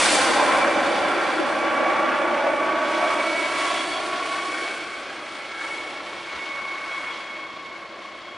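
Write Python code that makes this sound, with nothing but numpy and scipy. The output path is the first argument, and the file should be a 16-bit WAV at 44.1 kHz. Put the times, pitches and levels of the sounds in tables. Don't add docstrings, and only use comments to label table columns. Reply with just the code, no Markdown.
import sys
import numpy as np
from scipy import signal
from scipy.fft import rfft, irfft, next_fast_len
from scipy.io import wavfile
from scipy.ndimage import uniform_filter1d

SR = 44100
rng = np.random.default_rng(int(sys.argv[2]) if len(sys.argv) > 2 else 0)


def int16_out(signal):
    q = np.round(np.clip(np.atleast_2d(signal).T, -1, 1) * 32767)
    wavfile.write(sys.argv[1], SR, q.astype(np.int16))


N = 369116
TIME = np.arange(N) / SR

# t/s, body level/dB, treble level/dB
FLIGHT_LEVELS = [(0, -25.5, -26.5), (.15, -25, -28.5), (.55, -23.5, -40.5), (.75, -24.5, -46),
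                 (1.45, -28, -49.5), (1.9, -26, -53), (2.8, -28, -54.5), (2.96, -27.5, -47.5),
                 (3.2, -28, -47), (3.3, -30.5, -46.5), (3.42, -30.5, -44.5), (3.72, -31, -40),
                 (3.85, -32.5, -44.5), (4.2, -33.5, -48.5), (4.33, -34.5, -45.5), (4.7, -35.5, -49),
                 (4.88, -40, -53.5), (5.56, -40.5, -57.5), (5.64, -38.5, -51.5), (6.0, -40, -57),
                 (6.85, -40, -58), (7.02, -39, -56), (7.5, -44.5, -66), (8.37, -45, -67.5)]
AIRFLOW_MIX = {"wash": (-34, 1.086, -0.025), "roar": (-36.5, 0.97, 0.046), "rush": (-41, 0.27, 0.54),
               "hiss": (-53.5, 0, 1.046)}
# t/s, rise of roar and fall of wash/dB
ROAR_OVER_WASH = [(0, -.5), (1.1, 0), (4.3, 0.5), (4.65, 1), (5.6, 1.5), (5.85, -0.3), (7.0, 3.2),
                  (7.5, 0.5), (8.0, 0), (8.25, 1.5), (8.37, 0.5)]
# f/Hz, relative level/dB
WASH_SPECTRUM = [(40, -56), (100, -21.5), (150, -21.5), (200, -12.5), (250, -10), (330, 0), (420, -7),
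                 (520, -2.5), (600, 3), (740, -1.5), (950, -4.5), (1200, -8.5), (1700, -25.5),
                 (4000, -48.5)]
ROAR_SPECTRUM = [(400, -30), (800, -4), (1050, 1.5), (1220, 0.5), (1380, 2.5), (1560, 3), (1780, -1.5),
                 (2000, -3), (2300, -3.5), (3000, -11.5), (5000, -60)]
RUSH_SPECTRUM = [(1200, -21.5), (2000, 2), (2600, -1), (3300, -1), (4400, -6.5), (5500, -12), (7000, -18),
                 (11000, -41.5)]
HISS_SPECTRUM = [(2500, -12), (4500, 4.5), (5800, 0.5), (7000, 1), (8800, 3.5), (9800, 1), (11000, -7.5)]
RUMBLE_SPECTRUM = [(30, -25), (70, -14), (100, -5), (150, -8.5), (215, 2), (260, -1), (330, 10),
                   (420, -0.5), (700, -2.5), (2000, -54)]
# t/s, f/Hz
FAN_PITCH = [(0, 1169), (.7, 1155), (1.4, 1141), (2, 1135), (2.7, 1132), (3.1, 1126), (3.6, 1120),
             (4.5, 1115), (5.7, 1109), (7, 1103), (8.37, 1095)]
# t/s, level/dB
FAN_LOBES_1 = [(0, -32), (.15, -41), (.45, -37), (.9, -40), (1.4, -40), (1.78, -28.5), (2.05, -30),
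               (2.35, -34), (2.6, -30.5), (2.8, -30), (3.05, -28.5), (3.22, -33), (3.35, -45),
               (3.65, -28.5), (3.78, -31.5), (3.85, -43), (4.0, -37), (4.16, -31), (4.3, -34.5),
               (4.45, -32.5), (4.62, -40.5), (5.0, -46.5), (5.5, -52), (5.91, -46.5), (6.26, -50),
               (6.61, -42), (7.0, -42.5), (7.55, -45.5), (7.9, -49.5), (8.13, -46), (8.37, -49.5)]
FAN_LOBES_2 = [(0, -37), (.15, -33), (.32, -40), (.66, -30), (.85, -39), (1.05, -35.5), (1.18, -38.5),
               (1.4, -41.5), (1.6, -35), (1.9, -32), (2.2, -41), (2.55, -34), (2.72, -42), (3.12, -31.5),
               (3.22, -31), (3.45, -31.5), (3.5, -40), (3.56, -31.5), (3.7, -34.5), (3.9, -34.5),
               (4.05, -43), (4.25, -39), (4.65, -33.5), (5.05, -45.5), (5.4, -44), (5.67, -33.5),
               (5.87, -39.5), (6.18, -44), (6.4, -36.5), (6.7, -31), (6.85, -36), (7.0, -31.5),
               (7.2, -40.5), (7.42, -38.5), (7.56, -45.5), (7.76, -42.5), (7.95, -52.5), (8.37, -45)]
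FAN_LOBES_3 = [(0, -40), (.65, -44), (1.2, -46), (2.7, -51.5), (3.1, -44), (3.45, -53), (3.8, -34),
               (3.88, -46), (3.95, -34), (4.04, -59), (4.14, -47), (4.5, -51), (5.16, -57), (5.83, -51),
               (6.15, -58), (6.66, -59), (7.0, -49), (7.2, -50), (7.4, -50.5), (7.86, -62), (8.36, -51)]
FAN_LOBES_4 = [(0, -52), (.22, -38), (.6, -53), (1.3, -49), (1.8, -63), (2.7, -66), (3.1, -59), (3.78, -51),
               (3.93, -41), (4.08, -53), (4.6, -53), (5.1, -65), (7, -61), (8.37, -64)]
# gain/dB, spread/Hz, relative amplitude of the frayed skirt
FAN_LINES = [(0.3, 9, 0.28), (0, 17, 0.3), (0.5, 26, 0.55), (0, 40, 0.6)]
# t/s, wavering share of harmonics 1-4
FAN_BREAKUP = [(0, .1, .6, .8, .8), (3.2, .04, .7, .9, .8), (4.4, .45, .65, .75, .7),
               (5.3, .6, .65, .9, .8), (6.3, .65, .12, .8, .7), (7.3, .7, .15, .85, .8),
               (8.37, .7, .75, .9, .8)]
# t/s, level/dB re the fundamental at -2, -1, +1, +2 blade rates
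FAN_SIDEBANDS = [(0, -20, -20, -18, -22), (1.7, -22, -22, -14, -18), (2.15, -22, -22, -6, -11),
                 (2.7, -22, -22, -12, -13), (3.7, -20, -20, -17, -22), (5, -14, -12, -7, -14),
                 (5.7, -10, -9, 0, -10), (7, -9, -6.5, -1, -7), (8.37, -7, -5.5, -1, -8)]
# t/s, half length/s, centre f/Hz, level/dB
SWELLS = [(0.445, 0.18, 920, -23), (1.16, 0.1, 337, -28), (1.394, 0.027, 334, -28),
          (1.596, 0.028, 332, -31), (1.877, 0.033, 630, -24), (2.31, 0.13, 660, -28.5),
          (2.476, 0.051, 630, -26), (2.717, 0.32, 680, -35), (3.02, 0.042, 680, -25),
          (4.62, .12, 1530, -41), (5.15, 0.11, 1570, -43.5), (5.61, .08, 1480, -37.5)]
# multiple of its centre frequency, relative level/dB
SWELL_SPECTRUM = [(.45, -54), (.72, -19), (.88, 0.5), (1.14, 2.5), (1.42, -13), (2.4, -55)]
# t/s, level/dB
GEAR_LEVEL = [(0, -40), (.7, -42), (1.15, -33), (1.6, -44), (3.0, -45), (3.3, -34.5), (3.6, -45),
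              (4.2, -45), (4.6, -62), (5.1, -56), (5.55, -43.5), (6.3, -52), (7.0, -56), (7.5, -66),
              (8.37, -57)]
# multiple of the blade rate, relative level/dB
THUD_HARMONICS = [(1, -41.5), (2, -3), (3, -5.5), (4, -1), (5, -1)]
# t/s, strength (0-1), treble gloss (0-1)
GROUND_REFLECTION = [(0, 0.34, 0.05), (2.4, 0.6, 0.2), (4.1, 0.55, 0.7), (5.1, 0.17, 1), (5.8, 0.3, 0.8),
                     (7, 0, .5), (8, 0.2, 0.1)]
# f/Hz, gain/dB
SCATTER_SPECTRUM = [(60, -20), (180, -23), (330, -23.5), (630, -19.5), (1130, -16.5), (2000, -18),
                    (3600, -15), (6000, -10), (9000, -14)]
REVERB_SPECTRUM = [(20, -12), (60, -7), (100, -5), (160, 2), (230, -10), (330, -7), (450, -11), (650, -24),
                   (1500, -22)]
# t/s, gain/dB
REVERB_GAIN = [(0, -0.5), (1.5, -1.5), (2.7, -5.5), (3.6, -9), (5, -29), (8.37, -31)]
# t/s, left minus right level/dB
BALANCE = [(0, -0.3), (3, -1), (4.5, -0.1), (6.5, 0), (8.37, 0.6)]


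def airflow(blade):
    wash = over_ground(turbulence(WASH_SPECTRUM, blade, chop=0.022, flutter_db=0.05, flutter_rate=24))
    roar = over_ground(turbulence(ROAR_SPECTRUM, blade, chop=0.082, flutter_db=0.78, flutter_rate=16))
    rush = over_ground(turbulence(RUSH_SPECTRUM, blade, chop=0.11, flutter_db=1.0, flutter_rate=20))
    hiss = turbulence(HISS_SPECTRUM, blade, chop=0.074, flutter_db=1.1, flutter_rate=24)
    return (unit_in_band(wash, (480, 1050)) * undb(airflow_db("wash"))
            + unit_in_band(roar, (1250, 2050)) * undb(airflow_db("roar"))
            + unit_in_band(rush, (2600, 4300)) * undb(airflow_db("rush"))
            + unit_in_band(hiss, (6500, 10500)) * undb(airflow_db("hiss")))


def turbulence(spectrum, blade, chop, flutter_db, flutter_rate):
    pulse = 1 + chop * np.cos(blade) + chop / 2 * np.cos(2 * blade)
    return colour(rng.standard_normal(N), spectrum) * pulse * undb(flutter_db * walk(flutter_rate))


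def airflow_db(name, rush_db_per_s=0.73):
    body_db, treble_db = (level - level.mean() for level in curves(FLIGHT_LEVELS))
    base_db, body_share, treble_share = AIRFLOW_MIX[name]
    lean_db = curves(ROAR_OVER_WASH)[0]
    turn_db = rush_db_per_s * (TIME - TIME.mean())
    aspect_db = {"wash": -lean_db, "roar": lean_db, "rush": turn_db, "hiss": 0}
    return base_db + body_share * body_db + treble_share * treble_db + aspect_db[name]


def tail_fan(fan, blade, fading_db=1.0):
    lobes = (FAN_LOBES_1, FAN_LOBES_2, FAN_LOBES_3, FAN_LOBES_4)
    levels_db = [curves(lobe)[0] + fading_db * walk(11) for lobe in lobes]
    shares = curves(FAN_BREAKUP)
    whine = np.zeros(N)
    for k, (gain_db, spread_hz, fray) in enumerate(FAN_LINES):
        core = wavering((k + 1) * fan, shares[k], spread_hz)
        skirt = wavering((k + 1) * fan, share=1, spread_hz=55)
        whine += undb(levels_db[k] + gain_db) * (core + fray * skirt)
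    for offset, side_db in zip((-2, -1, 1, 2), curves(FAN_SIDEBANDS)):
        sideband = wavering(fan + offset * blade, share=.65, spread_hz=8)
        whine += undb(levels_db[0] + side_db) * sideband
    return whine


def wavering(phase, share, spread_hz):
    in_phase, quadrature = (unit(walk(2 * spread_hz) + 0.84 * walk(7 * spread_hz)) for _ in range(2))
    paths = np.sqrt(2 - 2 * share) + np.sqrt(share) * (in_phase + 1j * quadrature)
    power = uniform_filter1d(np.abs(paths) ** 2, size=SR // 8)
    return np.real(paths * np.exp(1j * phase)) * np.sqrt(2 / power)


def swells(blade):
    air = turbulence([(100, 0), (5000, 0)], blade, chop=0.3, flutter_db=0.5, flutter_rate=18)
    noise = np.zeros(N)
    for at, half_length, hz, db in SWELLS:
        band = colour(air, [(hz * ratio, gain_db) for ratio, gain_db in SWELL_SPECTRUM])
        noise += unit(band) * undb(db) * bell(at, half_length)
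    return over_ground(noise)


def machinery(fan, gear_ratio=1.207, compressor_ratio=5.09):
    gear = undb(curves(GEAR_LEVEL)[0]) * wavering(gear_ratio * fan, share=0.53, spread_hz=16)
    compressor_db = airflow_db("rush") + np.linspace(-14.5, -24, N)
    return gear + undb(compressor_db) * wavering(compressor_ratio * fan, share=0.86, spread_hz=150)


def rumble(blade, db=-49):
    return unit(turbulence(RUMBLE_SPECTRUM, blade, chop=0.078, flutter_db=1.0, flutter_rate=6)) * undb(db)


def rotor_thud(blade, waver_db=3.5):
    thud = np.zeros(N)
    for harmonic, db in THUD_HARMONICS:
        amplitude = undb(db + waver_db * walk(4.9))
        thud += amplitude * np.cos(harmonic * blade + rng.uniform(0, 2 * np.pi))
    return unit(thud) * undb(-46 + 0.55 * airflow_db("wash"))


def over_ground(x, overhead_s=.5, overhead_lag_s=.0038, height_over_speed_s=4.0):
    strength, gloss = curves(GROUND_REFLECTION)
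    dull, bright = treble_loss(x, 1400), treble_loss(x, 3000)
    sine_of_elevation = 1 / np.hypot(1, (TIME - overhead_s) / height_over_speed_s)
    echo = np.interp(TIME - overhead_lag_s * sine_of_elevation, TIME, dull + gloss * (bright - dull))
    return (x + strength * echo) / np.sqrt(1 + strength ** 2)


def edge_echo(x, lag_s=.00106):
    strength = .3 * bell(at_s=4.9, half_length_s=.5)
    echo = np.interp(TIME - lag_s, TIME, treble_loss(x, 3600))
    return (x - strength * echo) / np.sqrt(1 + strength ** 2)


def trees(x, t60_s=0.15, paths=4):
    t = TIME[:SR // 2]
    diffuse = np.zeros(N)
    for _ in range(paths):
        tail = rng.standard_normal(len(t)) * np.exp(-np.log(1000) * t / t60_s)
        path_phase = 2 * np.pi * (rng.uniform(1, 8.9) * TIME + rng.uniform())
        diffuse += np.cos(path_phase) * signal.fftconvolve(x, tail / np.linalg.norm(tail))[:N]
    return diffuse * np.sqrt(2 / paths)


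def thump(at_s=6.365, hz=70, db=-50):
    return undb(db) * bell(at_s, half_length_s=0.021) * np.sin(2 * np.pi * hz * (TIME - at_s))


def undb(db):
    return np.exp(np.asarray(db) * (np.log(10) / 20))


def curves(table):
    times, *columns = np.transpose(table)
    return [np.interp(TIME, times, column) for column in columns]


def bell(at_s, half_length_s):
    return np.exp(-((TIME - at_s) / half_length_s) ** 2)


def unit(x):
    return x / np.sqrt(np.mean(np.abs(x) ** 2))


def unit_in_band(x, band_hz):
    band = signal.sosfilt(signal.butter(4, band_hz, "band", fs=SR, output="sos"), x)
    return x / np.std(band)


def colour(x, spectrum):
    size = next_fast_len(N + 4096)
    hz, db = np.transpose(spectrum)
    f = np.maximum(np.fft.rfftfreq(size, 1 / SR), 1)
    gain = undb(np.interp(np.log(f), np.log(hz), db))
    return irfft(rfft(x, size) * gain, size)[:N]


def treble_loss(x, hz):
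    sos = signal.butter(2, hz, fs=SR, output="sos")
    return signal.sosfilt(sos, signal.sosfilt(sos, x)[::-1])[::-1]


def walk(rate):
    knots = rng.standard_normal(size=4096)
    path = uniform_filter1d(np.repeat(knots, 4), size=5)
    return np.interp(TIME * rate * 4, np.arange(len(path)), path / path.std())


def scene(fan_per_blade=35.9):
    fan = 2 * np.pi * np.cumsum(curves(FAN_PITCH)[0]) / SR
    blade = fan / fan_per_blade
    direct = (edge_echo(airflow(blade)) + swells(blade) + rumble(blade) + rotor_thud(blade)
              + tail_fan(fan, blade) + machinery(fan))
    diffuse = trees(direct)
    reverberation = colour(diffuse, REVERB_SPECTRUM) * undb(curves(REVERB_GAIN)[0])
    side = colour(diffuse, SCATTER_SPECTRUM) + reverberation
    balance_db = curves(BALANCE)[0]
    left = (direct + side) * undb(balance_db / 2)
    right = (direct - side) * undb(-balance_db / 2)
    return np.array([left, right]) + thump()


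def record(dry, cutoff_hz=11050):
    return signal.sosfilt(signal.ellip(12, .1, 80, cutoff_hz, fs=SR, output="sos"), dry)


dry = scene()
out = record(dry)
int16_out(out)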